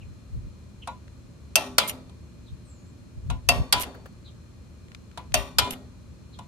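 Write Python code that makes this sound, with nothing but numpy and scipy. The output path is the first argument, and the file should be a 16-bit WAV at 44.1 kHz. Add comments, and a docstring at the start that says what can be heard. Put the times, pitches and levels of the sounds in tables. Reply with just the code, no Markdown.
"""Outdoors in a garden, close by, a click-type torque wrench tightens head bolts on a lawn mower engine. Three
times it breaks over with a steel crack and snaps back as the hand lets go. The cracks are noise bursts; the
wrench, fins and deck ring as sums of fading sine waves, and the easing mechanism scrapes in grainy noise. The
socket knocks as it takes up load, and more drily some time after a snap-back. Birds chirp in gliding sines over
a faint drone, soft noise and air puffs."""
import sys
import numpy as np
from scipy import signal
from scipy.fft import rfft, irfft, next_fast_len
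from scipy.io import wavfile

SR = 44100
rng = np.random.default_rng(int(sys.argv[2]) if len(sys.argv) > 2 else 0)


def digitize_waveform(pressure):
    """Quantize a signal to 16-bit integers and store it at the path in sys.argv[1].

    Rows of a 2-D input are taken as channels; values are limited to [-1, 1].
    """
    field = np.atleast_2d(pressure).T
    bounded = np.clip(field, -1, 1)
    quanta = np.round(bounded * 32767).astype(np.int16)
    wavfile.write(sys.argv[1], SR, quanta)


N = 285327

# The wrench breaks over, and snaps back: (time [s], crack [dB], ring [dB], tube [dB], after-ring [dB],
# crack brightness [dB per octave], overtone [dB])
BREAK_OVERS = [(1.5556, -6.5, -3, -2, -25, 2.6, -25.5), (3.4882, -8, 1.5, 3, -26.5, -0.5, -14),
               (5.3409, -9, -2, -7, -26, 0.2, -24.5)]
SNAP_BACKS = [(1.7819, -8.5, -4.5, -3, -23.5, -0.5, -22.5), (3.7252, -11, -0.5, 4.5, -24.5, 0.56, -14),
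              (5.5843, -9, -1, -4, -25, 0.5, -23)]
# Crowded, quickly fading modes at each blow: (frequency [Hz], level [dB per Hz])
BREAK_CRACK_COLOUR = [(30, -44), (110, -6.5), (430, -25), (650, -0.5), (900, -14), (1400, -1),
                      (1700, -13.5), (2100, -3.5), (2700, -2), (3300, -1), (4150, -11.5), (5200, -4),
                      (6000, 0), (6900, -8.5), (8300, -7.5), (9450, -0.5), (10200, -15.5), (12500, -9),
                      (13300, -18.5), (15200, -14), (16000, -26)]
SNAP_CRACK_COLOUR = [(30, -41.5), (150, -15), (400, -23), (540, 1), (900, -4), (1400, 2), (1800, -6),
                     (3300, 1.5), (4100, 0.5), (5200, 2), (6200, -9), (7200, -3), (8000, -8), (8600, -3),
                     (9300, -5.5), (10900, -11.5), (12500, -2), (13600, -17.5), (16000, -26)]
CRACK_RISE_S = .0005
# Clear tones of wrench, extension bar, fins and deck, then the tube's own heavily damped tones:
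# (frequency [Hz], time to fall 60 dB [s], level at break-over [dB], level at snap-back [dB])
STEEL_MODES = [(256, 0.6, -34, -45), (398, 0.6, -40, -45), (522, 0.35, -42, -43), (563, 0.32, -30, -45),
               (595, 0.6, -45, -52), (627, 0.3, -27, -38), (711, 0.22, -22, -36), (762, 0.6, -50, -47),
               (816, 0.26, -38, -30), (868, 0.26, -48, -33), (995, 0.38, -33, -28), (1074, 0.6, -47, -51),
               (1112, 0.6, -52, -43), (1140, 0.6, -38, -55), (1230, 0.57, -60, -47), (1342, 0.28, -40, -36),
               (1428, 0.26, -48, -36), (1497, 0.6, -49, -46), (1747, 0.27, -39, -39),
               (1885, 0.33, -34, -39), (2105, 0.26, -53, -34), (2379, 0.6, -44, -50),
               (2413, 0.41, -44, -34), (2441, 0.54, -52, -45), (2632, 0.34, -43, -50),
               (2680, 0.28, -30, -37), (2864, 0.6, -50, -46), (2926, 0.37, -51, -36),
               (3095, 0.26, -48, -29), (3186, 0.25, -40, -39), (3320, 0.26, -53, -36),
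               (3435, 0.26, -42, -35), (3510, 0.36, -45, -51), (3566, 0.6, -51, -45),
               (3628, 0.52, -44, -43), (3880, 0.46, -62, -43), (4180, 0.26, -55, -38),
               (4261, 0.6, -50, -48), (4465, 0.6, -49, -50), (4683, 0.24, -45, -39), (4757, 0.26, -50, -46),
               (5290, 0.26, -49, -41), (5450, 0.41, -56, -63), (6301, 0.6, -64, -58), (6950, 0.6, -62, -54),
               (8734, 0.27, -47, -56), (9006, 0.46, -58, -63), (9854, 0.32, -59, -58)]
TUBE_MODES = [(657, 0.1, -23.5, -36), (2710, .06, -18, -31.5), (2660, 0.07, -18, -33.5),
              (2734, 0.087, -17, -32), (4500, 0.08, -28, -27), (5090, 0.09, -38.5, -26.5),
              (8820, 0.035, -29.5, -16.5), (12600, 0.023, -27, -25)]
# The tube's sharp overtone, strong when the pawl (the catch inside the wrench) lands squarely:
# (frequency [Hz], time to fall 60 dB [s], level [dB])
OVERTONE_MODES = [(4610, .07, -0.5), (4790, 0.092, -11)]
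# The extension bar sings on thinly after every click: (frequency [Hz], time to fall 60 dB [s], level [dB])
BAR_MODES = [(1890, .7, -46), (3590, .8, -46), (4270, .9, -52), (4490, 1, -49), (5480, .45, -50),
             (7000, .55, -52)]
BAR_FOLLOWS = .4   # share of the overtone's dB setting that the bar follows
# The sliding mechanism chokes the clear tones: start after a snap-back, and the extra 60 dB fall time
CHOKE_AFTER_S, CHOKE_T60_S = 0.1, 0.65
DETUNE = .003   # the changing load shifts each tone: spread as a share of its pitch
# A weaker twin close to each tone makes it beat: its strength, and its largest distance in the treble
TWIN_SHARE, TWIN_SPLIT_LIMIT_HZ = .45, 19.5
# Long after-ring of many weak tones: (frequency [Hz], at break-over [dB per Hz], at snap-back [dB per Hz])
AFTER_RING_COLOUR = [(150.8, -13, -3), (293, -11.5, -6), (420, -15.5, -5), (620, -5, 0), (1100, -4, -0.5),
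                     (1440, -11.5, 0.5), (1650, -17.5, -10), (1930, -10, -4), (2500, -4.5, -2.5),
                     (3380, -5.5, 2.5), (4300, -13.5, -5), (5000, -19, -14.5), (5600, -14.5, -13.5),
                     (6000, -20, -17.5), (6400, -19.5, -16), (8040, -23.5, -17.5), (9600, -18.5, -16),
                     (10700, -27, -22), (12060, -19.5, -20.5), (13955, -29, -26)]
# How fast it dies away: (frequency [Hz], time to fall 60 dB [s])
AFTER_RING_T60 = [(150, 0.81), (350, 0.74), (700, 0.45), (1500, 0.38), (3000, 0.29), (4500, 0.37),
                  (7000, 0.41), (14000, 0.28)]
FAVOUR_DB = 4.5   # every blow favours other weak tones: spread of their strengths before clipping
# The pawl bounces and lands again just after a blow: (time [s], crack [dB], tube [dB])
PAWL_REBOUNDS = [(1.5667, -23, -5), (1.577, -27, -9.5), (1.7888, -16, -15.5), (3.496, -20, -6.5),
                 (3.504, -25.5, -5.5), (5.3505, -20, -19), (5.3562, -24.5, -7.5)]
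# The mechanism slips as the load eases after a snap-back, brightly or with a clack or duller drag:
# (time [s], length [s], hiss [dB], brightness [dB per octave], ring [dB])
SLIP_EVENTS = [(1.876, 0.016, -31, 2, -35.5), (1.8936, 0.0061, -28.5, -2, -31),
               (1.904, 0.0087, -43, -8.5, -42.5), (3.798, 0.0058, -37, -2, -34),
               (3.806, 0.018, -30.5, -1.5, -38), (3.832, 0.0075, -33, -6.5, -39),
               (5.7055, 0.0016, -26.5, -0.5, -32.5), (5.724, 0.012, -37.5, -6.5, -42)]
# Colour of the scraping hiss: (frequency [Hz], level [dB per Hz])
SLIP_HISS_COLOUR = [(500, -38), (1500, -6), (3000, 0), (4800, -1), (7000, -3.5), (8200, 0.5), (9600, 8.5),
                    (10700, -1), (11600, 8), (13200, 4), (16000, -19)]
# The scraped tube rings on, damped by the contact: (frequency [Hz], time to fall 60 dB [s], level [dB])
SLIP_MODES = [(2130, .03, -4), (2300, .025, -3), (2450, .025, -4), (2700, .025, -4), (2887, .03, -1),
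              (3080, .025, -2), (3280, .025, -2), (3920, .022, -6), (4200, .02, -7), (5650, .018, -2),
              (6030, .016, -5), (7080, .02, 2), (9600, .012, 0), (9970, .012, -1), (11500, .018, 3)]
SLIP_GRAIN_DB, CATCHES_PER_S = 4.2, 280   # roughness of the hiss; tiny catches within a slip
# Sliding steel makes single tones squeak: (time [s], length [s], frequency [Hz], level [dB])
SQUEAK_EVENTS = [(1.8, 0.037, 3400, -33), (1.808, .058, 2410, -39.5), (1.826, 0.05, 2116, -38),
                 (3.742, 0.078, 996, -30.5), (5.605, 0.093, 994, -30.5), (5.702, 0.044, 11500, -43.5)]
SQUEAK_ROUGH = .006   # share of the pitch
# The socket knocks on the bolt head, first with a bounce: (time [s], contact [dB], ring [dB], clink [dB])
SOCKET_KNOCKS = [(0.873, -28.5, -35, -56), (0.8795, -44, -34, -54), (2.094, -48, -69, -70),
                 (3.3, -26, -36, -36), (4.057, -47.5, -71, -65), (5.174, -29, -40, -49.5),
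                 (6.388, -36.5, -44, -65)]
# Dull noise of the contact: (frequency [Hz], level [dB per Hz])
KNOCK_COLOUR = [(300, -16), (750, 1.5), (1400, -0.5), (2000, -13), (3500, -3.5), (5500, -13.5), (9500, -12),
                (12000, -25), (16000, -41)]
KNOCK_AFTER_RING_DB = -10   # relative to the contact
# The socket's short, bright clink: (frequency [Hz], time to fall 60 dB [s], level [dB])
SOCKET_MODES = [(2480, .07, -4), (2640, .06, -1), (2830, .07, -3), (2990, .05, -7), (3930, .08, -5),
                (6250, .04, -8)]
# Cylinder head, before the hand damps it: (frequency [Hz], time to fall 60 dB [s], level [dB])
HEAD_MODES = [(525, .16, -11), (712, .06, 7), (867, .14, 4), (945, .2, 0), (1003, .4, 2), (1120, .21, -7),
              (1420, .3, -13), (1846, .12, -19), (2415, .15, -12), (2680, .22, -14), (3494, .2, -19),
              (3895, .22, -15), (6900, .3, -23)]
# Dry little ticks of the loaded tool: (time [s], level [dB])
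TOOL_TICKS = [(1.08, -46.5), (4.884, -48), (4.918, -42), (4.9478, -31.5), (5.114, -47.5), (5.321, -39.5)]
# Their colour: (frequency [Hz], level [dB per Hz])
TICK_NOISE_COLOUR = [(500, -32), (1400, 11), (2600, 9), (4500, 2.5), (8000, -6), (16000, -25)]
# The engine block answers with a loose, lingering thud: one (level [dB]) for each of the three pulls
BLOCK_THUDS_DB = [-31.5, -26.5, -30]
THUD_LAG_S, THUD_RISE_S, THUD_T60_S = 0.0037, 0.006, .26
# Colour of the thud: (frequency [Hz], level [dB per Hz])
BLOCK_THUD_COLOUR = [(100, -30.5), (260, -9), (420, -11), (540, -1.5), (640, 5.5), (740, 1), (900, -13),
                     (1100, -8), (1500, -29), (4000, -59.5)]
# The slack handle bumps against its joint: (time [s], level [dB])
HANDLE_BUMPS = [(3.943, -46.5), (4.055, -45.5)]
# Colour of the bump: (frequency [Hz], level [dB per Hz])
HANDLE_BUMP_COLOUR = [(200, -16), (520, 5.5), (1000, -7), (1650, 2.5), (2200, -14), (3200, -19),
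                      (8000, -22.5)]
# The mower starts to rock on its deck: (time [s], first jolt [dB], hum [dB])
DECK_SHUDDERS = [(1.647, -63, -35), (1.903, -41, -42.5), (3.536, -31.5, -53), (3.85, -36, -42),
                 (3.945, -46, -55), (5.659, -33.5, -34.5)]
# Colour of each jolt: (frequency [Hz], level [dB per Hz])
DECK_JOLT_COLOUR = [(30, -45.5), (120, -10.5), (260, 9.5), (340, -5.5), (520, 3), (800, -1.5), (1300, -10),
                    (3000, -21), (8000, -46.5)]
# Hollow hum of the deck: (frequency [Hz], time to fall 60 dB [s], level [dB])
DECK_MODES = [(255, .6, 0), (398, .7, -11), (595, .35, -11)]
ROCK_PERIOD_S, ROCK_LOSS_DB = .078, 11.5   # it comes down again and again, weaker each time
# A bird's short falling chirps: (time [s], length [s], start pitch [Hz], level [dB], garden scatter [dB])
BIRD_CHIRPS = [(0.002, 0.044, 2800, -60, -1), (0.817, 0.028, 3160, -47.5, -6), (2.456, 0.041, 4050, -63, 4),
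               (4.241, 0.058, 4080, -56.5, 1.5), (6.321, 0.037, 3995, -58.5, 2.5)]
CHIRP_DROP, CHIRP_ROUGH = 0.325, 0.061   # final fall and roughness as shares of the pitch
# Another bird's thin whistle sinks and lifts again: (time [s], pitch [Hz], level before the gain [dB])
WHISTLE_PATH = [(2.638, 8600, -78), (2.648, 9000, -72), (2.714, 7400, -60), (2.726, 7600, -65),
                (2.818, 6660, -72.5), (2.874, 7500, -74), (2.92, 7397, -66)]
WHISTLE_GAIN_DB, WHISTLE_ROUGH = 1, 0.03   # roughness as a share of the pitch
# Low rumble and soft hiss of the garden air: (frequency [Hz], level [dB per Hz])
RUMBLE_COLOUR = [(12, -68), (20, -37), (37, -12), (70, -0.5), (119, -11), (173, -8), (236, -11),
                 (287, -15.5), (353, -21.5), (380, -21.5), (410, -23), (586, -27.5), (700, -37),
                 (910, -59.5), (1540, -120)]
HISS_COLOUR = [(350, -21.5), (600, -1), (688, -8), (1110, -3.5), (1210, -3), (1290, -6), (2150, -11),
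               (2340, -8.5), (2950, -12), (3830, -12.5), (4160, -9.5), (4520, -14), (6730, -13),
               (12800, -25), (14000, -31.5), (16000, -38.5)]
RUMBLE_DB, HISS_DB = -47, -62
# Distant drone and thin steady whines: (frequency [Hz], level [dB])
DRONE_TONES = [(80, -58), (113, -55), (352, -68), (2430, -79), (4188, -75), (4893, -86), (6724, -87)]
# Puffs of air on the microphone: (time of the peak [s], spread [s], level [dB])
AIR_PUFFS = [(.07, 0.071, -42.5), (.36, 0.026, -28.5), (.46, .025, -36), (2.53, 0.019, -38.5),
             (3.181, 0.012, -32.5), (3.315, 0.041, -25.5), (3.597, 0.025, -23), (5.625, 0.013, -35)]
# Colour of the puffs: (frequency [Hz], level [dB per Hz])
PUFF_COLOUR = [(10, -69), (25, -28.5), (45, 5), (65, 5.5), (120, -1), (190, -12.5), (300, -29),
               (800, -67.5)]
# Each click also jolts the hand that holds the microphone: one (level [dB]) for each of the three pulls
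HAND_JOLTS_DB = [-47.5, -30, -30]
JOLT_LAG_S, JOLT_SPREAD_S, SNAP_JOLT_DB = 0.029, 0.038, -4.5   # the snap-back jolts a little less
# How alike left and right are, for tool, air and puffs: (frequency [Hz], likeness [-1 to 1])
TOOL_ALIKE = [(200, 0.65), (500, 1), (800, 0.8), (1200, 0.11), (2000, 0.04), (5000, 0), (12000, 0)]
AIR_ALIKE = [(40, 0.99), (100, 0.91), (250, 0), (600, 0.69), (2000, 0), (10000, 0)]
PUFF_ALIKE = [(30, -0.0098), (70, -0.39), (200, 0.44)]
# How much louder left is than right, for tool and air: (frequency [Hz], difference [dB])
TOOL_LEFT_RIGHT = [(200, .5), (500, 1.5), (1400, 2), (2600, 3), (4200, -1), (5500, 5.5), (7300, 4.5),
                   (8700, -9), (10500, -5.5), (12300, -7), (16000, 0)]
AIR_LEFT_RIGHT = [(40, 5), (120, -0.6), (500, 0), (4000, 3.5), (12000, -1)]
SIDES = np.array([[1], [-1]])   # left, right
TOP_CUT_HZ = 17100   # from here up, everything is at least 60 dB down


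def from_db(db):
    """Turn decibels into a gain."""
    return np.exp(np.asarray(db) * float(np.log(10) / 20))


def rms_one(x):
    """Scale to an average strength (rms) of 1."""
    return x / np.sqrt(np.mean(x ** 2) + 1e-20)


def at_hz(points, hz):
    """Read a table between its points, along log frequency."""
    known_hz, values = np.transpose(points)
    return np.interp(np.log(np.maximum(hz, 1)), np.log(known_hz), values)


def seconds(size):
    """Time of each sample."""
    return np.arange(size) / SR


def add(out, s, sound):
    """Mix a sound in at a given time."""
    start = max(round(s * SR), 0)
    out[:, start:start + sound.shape[-1]] += sound[..., :N - start]


def left_and_right(mid, side, likeness, hz):
    """Blend two independent signals so that left and right are as alike as the table says."""
    alike = np.clip(at_hz(likeness, hz), -1, 1)
    return np.sqrt(1 + alike) * mid + SIDES * np.sqrt(1 - alike) * side


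def noise(colour, size, tilt_db=0, likeness=TOOL_ALIKE, balance=TOOL_LEFT_RIGHT):
    """Stereo noise, shaped frequency by frequency to a given colour; rms 1."""
    padded = next_fast_len(size, True)
    hz = np.fft.rfftfreq(padded, 1 / SR)
    mid, side = rfft(rng.standard_normal((2, padded)))
    pair = left_and_right(mid, side, likeness, hz)
    ports = from_db(SIDES * at_hz(balance, hz) / 2)
    ports = ports / np.hypot(*ports)
    gain = from_db(at_hz(colour, hz) + tilt_db * np.log2(hz + 1)) * ports
    return rms_one(irfft(pair * gain, padded)[:, :size])


def wander(rate_hz, size, count=12):
    """Smooth random motion of spread 1, drawn at `count` points a cycle."""
    at = seconds(size) * rate_hz * count
    points = next_fast_len(int(at[-1]) + 2, True)
    cycles = np.fft.rfftfreq(points, 1 / count)
    slow = irfft(rfft(rng.standard_normal(points)) / (1 + cycles ** 2), points)
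    return np.interp(at, np.arange(points), rms_one(slow))


def strike(t, rise, t60, hold=0):
    """Loudness curve that swells, holds while the contact lasts and falls by 60 dB in t60."""
    fall = from_db(-60 * np.maximum(t - hold, 0) / t60)
    return (1 - np.exp(-t / max(rise, 1e-5))) * fall


def glide(pitch):
    """Sine wave that follows a changing pitch."""
    return np.sin(2 * np.pi * np.cumsum(pitch) / SR)


def steel_ring(modes, size, scatter_db=2.2, in_step_hz=1300, swell_cycles=2.2):
    """Each blow excites every pair of modes anew; low modes swell slowest, high ones reach the ports out of step."""
    t, out = seconds(size).astype("f"), 0
    for rest_hz, t60, db in modes:
        hz = rest_hz * (1 + DETUNE * rng.normal())
        twin_hz = hz + TWIN_SPLIT_LIMIT_HZ * rng.uniform(-1, 1) * min(hz / in_step_hz, 1)
        port_phase = rng.normal(0, 1, (2, 1)) * min((hz / in_step_hz) ** 2 / 2, 2)
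        phase = (rng.uniform(0, 2 * np.pi) + port_phase).astype("f")
        level = db + scatter_db * rng.normal() + at_hz(TOOL_LEFT_RIGHT, hz) * SIDES / 2
        twin = TWIN_SHARE * np.cos(2 * np.pi * twin_hz * t + phase)
        pair = np.sin(2 * np.pi * hz * t + phase) + twin
        gain = from_db(level) / np.hypot(1, TWIN_SHARE)
        out = out + gain * pair * strike(t, swell_cycles / hz, t60)
    return out


def weak_modes(size, count=400):
    """The body's many weak modes, crowding less toward the treble: pitches and freely fading waves."""
    lowest, highest = np.sqrt(AFTER_RING_COLOUR[0][0]), np.sqrt(AFTER_RING_COLOUR[-1][0])
    hz = (np.linspace(lowest, highest, count) + rng.uniform(-.13, .13, count)) ** 2
    t = seconds(size).astype("f")
    decay_rate = (-np.log(1000) / at_hz(AFTER_RING_T60, hz))[:, None].astype("f")
    decay = np.exp(decay_rate * t)
    turn = (2 * np.pi * hz)[:, None].astype("f") * t
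    return hz, decay * np.sin(turn), decay * np.cos(turn)


def after_ring(body, place, tilt_db=0):
    """A blow gives each weak mode a fresh strength and phase; rms about 1 before the swell and decay."""
    hz, sines, cosines = body
    colour = [(row[0], row[1 + place]) for row in AFTER_RING_COLOUR]
    # the fourth root makes up for the wider spacing of high modes
    gain = from_db(at_hz(colour, hz)) * np.sqrt(np.sqrt(hz))
    gain = gain * from_db(FAVOUR_DB * np.clip(rng.normal(size=len(hz)), -2, 2))
    mid, side = rng.standard_normal((2, 2, 1, len(hz)))
    weight = left_and_right(mid, side, TOOL_ALIKE, hz) * gain
    # left and right differ slightly more here than the table says
    weight = weight * from_db(tilt_db * np.log2(hz) + 0.58 * SIDES * at_hz(TOOL_LEFT_RIGHT, hz))
    weight = (2 * weight / np.linalg.norm(weight)).astype("f")
    swell = 1 - np.exp(-seconds(sines.shape[1]) / 0.0068)
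    return (weight[0] @ sines + weight[1] @ cosines) * swell


def clicks(blows, colour, body, crack_t60, hold, place, free_s, clatter_db=2.0, rattle_db=1.05):
    """The pawl tips over and hits the tube: a clattering crack, then clear modes and a dense after-ring."""
    out, t = np.zeros((2, N)), seconds(body[-1].shape[1])
    steel = [(hz, t60, dbs[place]) for hz, t60, *dbs in STEEL_MODES]
    tube = [(hz, t60, dbs[place]) for hz, t60, *dbs in TUBE_MODES]
    for s, crack_db, ring_db, tube_db, tail_db, tilt_db, overtone_db in blows:
        clatter = from_db(clatter_db * wander(500, len(t)))
        crack = rms_one(noise(colour, len(t), tilt_db) * clatter)
        # the treble of the crack is damped sooner than its lower part
        low = signal.sosfilt(signal.butter(1, 4500, fs=SR, output="sos"), crack)
        high = crack - low
        crack = (low * strike(t, CRACK_RISE_S, crack_t60, hold)
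                 + high * strike(t, CRACK_RISE_S, crack_t60 / 2, hold))
        rings = from_db(ring_db) * steel_ring(steel, len(t))
        rings = rings + from_db(tube_db) * steel_ring(tube, len(t))
        rings = rings + from_db(overtone_db) * steel_ring(OVERTONE_MODES, len(t))
        rings = rings * from_db(-60 * np.maximum(t - free_s, 0) / CHOKE_T60_S)
        # the bar is added after the choking, so it sings on freely
        rings = rings + from_db(BAR_FOLLOWS * overtone_db) * steel_ring(BAR_MODES, len(t))
        # loose joints make the after-ring shiver
        shiver = from_db(tail_db + rattle_db * wander(60, len(t)))
        add(out, s, from_db(crack_db) * crack + rings + shiver * after_ring(body, place))
    return out


def wrench(body):
    """Break-over and snap-back strike the same steel at different places."""
    break_overs = clicks(BREAK_OVERS, BREAK_CRACK_COLOUR, body,
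                         crack_t60=0.046, hold=0.0016, place=0, free_s=np.inf)
    snap_backs = clicks(SNAP_BACKS, SNAP_CRACK_COLOUR, body,
                        crack_t60=0.063, hold=0.0032, place=1, free_s=CHOKE_AFTER_S)
    return break_overs + snap_backs


def rebounds(crack_t60=0.013):
    """The pawl lands again: smaller, drier cracks that set the tube ringing anew."""
    out, t = np.zeros((2, N)), seconds(size=6000)
    tube = [row[:3] for row in TUBE_MODES]   # levels as at break-over
    for s, crack_db, tube_db in PAWL_REBOUNDS:
        crack = noise(BREAK_CRACK_COLOUR, len(t)) * strike(t, CRACK_RISE_S / 2, crack_t60)
        add(out, s, from_db(crack_db) * crack + from_db(tube_db) * steel_ring(tube, len(t)))
    return out


def slips(wash_db=-23):
    """Steel drags over steel in a jerk: a scraping hiss, and tiny catches that each set the tube ringing."""
    out, t = np.zeros((2, N)), seconds(size=9000)
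    for s, length, db, tilt_db, ring_db in SLIP_EVENTS:
        contact = strike(t, 0.00057, 0.03, length)
        grain = rms_one(from_db(SLIP_GRAIN_DB * wander(400, len(t))))
        wash = from_db(wash_db) * strike(t, .005, 0.22, length)   # fainter hiss that lingers
        hiss = (grain * contact + wash) * noise(SLIP_HISS_COLOUR, len(t), tilt_db)
        catches = rng.standard_normal((1, len(t))) * (rng.random(len(t)) < CATCHES_PER_S / SR)
        modes = [(hz, t60, mode_db + tilt_db * np.log2(hz / 4096)) for hz, t60, mode_db in SLIP_MODES]
        tube = steel_ring(modes, len(t))
        tube = tube * np.sqrt(2) / np.linalg.norm(tube)
        rings = signal.fftconvolve(rms_one(catches) * contact, tube, axes=1)
        add(out, s, from_db(db) * hiss + from_db(ring_db) * rings[:, :len(t)])
    return out


def squeaks():
    """While the mechanism slides, friction feeds one mode, which swells and stops."""
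    out = np.zeros((2, N))
    for s, length, hz, db in SQUEAK_EVENTS:
        size = int(length * SR)
        pitch = hz * (1 + SQUEAK_ROUGH * wander(200, size))
        ports = from_db(db + at_hz(TOOL_LEFT_RIGHT, hz) * SIDES / 2)
        add(out, s, ports * signal.windows.tukey(size, .5) * glide(pitch))
    return out


def socket(body, tail_tilt_db=-4.0, damping_t60=0.47):
    """Play in the socket closes with a dull knock, its ring damped by the hand; the loaded joints tick."""
    out, t = np.zeros((2, N)), seconds(size=14000)
    for s, contact_db, ring_db, clink_db in SOCKET_KNOCKS:
        contact = noise(KNOCK_COLOUR, len(t)) * strike(t, 0.0016, 0.033, 0.00087)
        head = steel_ring(HEAD_MODES, len(t)) * strike(t, 0.0026, damping_t60)
        tail = after_ring(body, 0, tail_tilt_db)[:, :len(t)] * strike(t, 0.00082, damping_t60)
        add(out, s, from_db(clink_db) * steel_ring(SOCKET_MODES, len(t)))
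        add(out, s, from_db(contact_db) * contact)
        add(out, s, from_db(ring_db) * head)
        add(out, s, from_db(contact_db + KNOCK_AFTER_RING_DB) * tail)
    for s, db in TOOL_TICKS:
        add(out, s, from_db(db) * noise(TICK_NOISE_COLOUR, len(t)) * strike(t, .0001, 0.015))
    return out


def thuds():
    """Dull answers of the heavy parts: the block after each break-over, the handle as it goes slack."""
    out, t = np.zeros((2, N)), seconds(size=14000)
    for (s, *_), db in zip(BREAK_OVERS, BLOCK_THUDS_DB):
        thud = noise(BLOCK_THUD_COLOUR, len(t)) * strike(t, THUD_RISE_S, THUD_T60_S)
        add(out, s + THUD_LAG_S, from_db(db) * thud)
    for s, db in HANDLE_BUMPS:
        add(out, s, from_db(db) * noise(HANDLE_BUMP_COLOUR, len(t)) * strike(t, .002, 0.039, .009))
    return out


def deck(count=3):
    """Soft, hollow jolts of the sheet steel as the load comes off; it hums on while the mower rocks."""
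    out, t = np.zeros((2, N)), seconds(size=18000)
    for s, db, hum_db in DECK_SHUDDERS:
        add(out, s, from_db(hum_db) * steel_ring(DECK_MODES, len(t)))
        for k in range(count):
            jolt = noise(DECK_JOLT_COLOUR, len(t)) * strike(t, 0.0088, 0.29, 0.006)
            add(out, s + k * ROCK_PERIOD_S, from_db(db - k * ROCK_LOSS_DB) * jolt)
    return out


def bird_call(pitch, rough, level, echo_db=-10):
    """A gliding, more or less raspy whistle, and its scatter from the garden."""
    pitch = pitch * (1 + rough * wander(500, len(pitch)))
    call = level * np.sqrt(2) * glide(pitch)
    t = seconds(size=9000)
    paths = rng.standard_normal((2, len(t))) * strike(t, 0.0026, 0.14)
    paths *= from_db(echo_db) / np.linalg.norm(paths[0])
    paths[:, 0] = 1   # the direct path
    return signal.fftconvolve(call[None], paths, axes=1)


def birds():
    """One bird repeats a falling chirp; another gives a single longer, high whistle: sines with moving pitch."""
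    out = np.zeros((2, N))
    for s, length, start_hz, db, scatter_db in BIRD_CHIRPS:
        size = int(length * SR)
        pitch = start_hz * (1 - CHIRP_DROP * np.linspace(0, 1, size) ** 3)   # holds, then plunges
        level = from_db(db) * signal.windows.tukey(size, .7)
        add(out, s, bird_call(pitch, CHIRP_ROUGH, level, scatter_db))
    s, hz, db = np.transpose(WHISTLE_PATH)
    t = np.arange(s[0], s[-1], 1 / SR)
    level = from_db(WHISTLE_GAIN_DB + np.interp(t, s, db)) * signal.windows.tukey(len(t), .15)
    add(out, s[0], bird_call(np.interp(t, s, hz), WHISTLE_ROUGH, level))
    return out


def garden(waver=0.095):
    """Low rumble and soft hiss from noise, and a few tones that waver in pitch and level."""
    out = from_db(RUMBLE_DB) * noise(RUMBLE_COLOUR, N, 0, AIR_ALIKE, AIR_LEFT_RIGHT)
    out = out + from_db(HISS_DB) * noise(HISS_COLOUR, N, 0, AIR_ALIKE, AIR_LEFT_RIGHT)
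    for hz, db in DRONE_TONES:
        pitch = hz * (1 + .012 * wander(60, N))
        swell = 1 + waver * wander(6, N)
        out = out + from_db(db) * np.sqrt(2) * swell * glide(pitch)
    return out


def buffeting():
    """Low puffs of noise on the microphone, from stray air and from the jolt of every click."""
    t, puffs = seconds(N), list(AIR_PUFFS)
    for (break_s, *_), (snap_s, *_), db in zip(BREAK_OVERS, SNAP_BACKS, HAND_JOLTS_DB):
        puffs.append((break_s + JOLT_LAG_S, JOLT_SPREAD_S, db))
        puffs.append((snap_s + JOLT_LAG_S, JOLT_SPREAD_S, db + SNAP_JOLT_DB))
    level = 0
    for s, spread, db in puffs:
        bell = np.exp(-np.minimum(((t - s) / spread) ** 2 / 2, 20))
        level = level + from_db(db) * bell
    return level * noise(PUFF_COLOUR, N, 0, PUFF_ALIKE, AIR_LEFT_RIGHT)


def scene():
    """Tool, mower, birds and garden together."""
    body = weak_modes(size=21000)
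    tool = wrench(body) + rebounds() + slips() + squeaks() + socket(body)
    mower = thuds() + deck()
    return tool + mower + birds() + garden() + buffeting()


def record(dry):
    """The loudest peaks are rounded off and the top of the treble is cut."""
    ceiling = 1.2
    rounded = ceiling * np.tanh(dry / ceiling)
    return signal.sosfilt(signal.cheby2(14, 60, TOP_CUT_HZ, fs=SR, output="sos"), rounded)


dry = scene()
out = record(dry)
digitize_waveform(out)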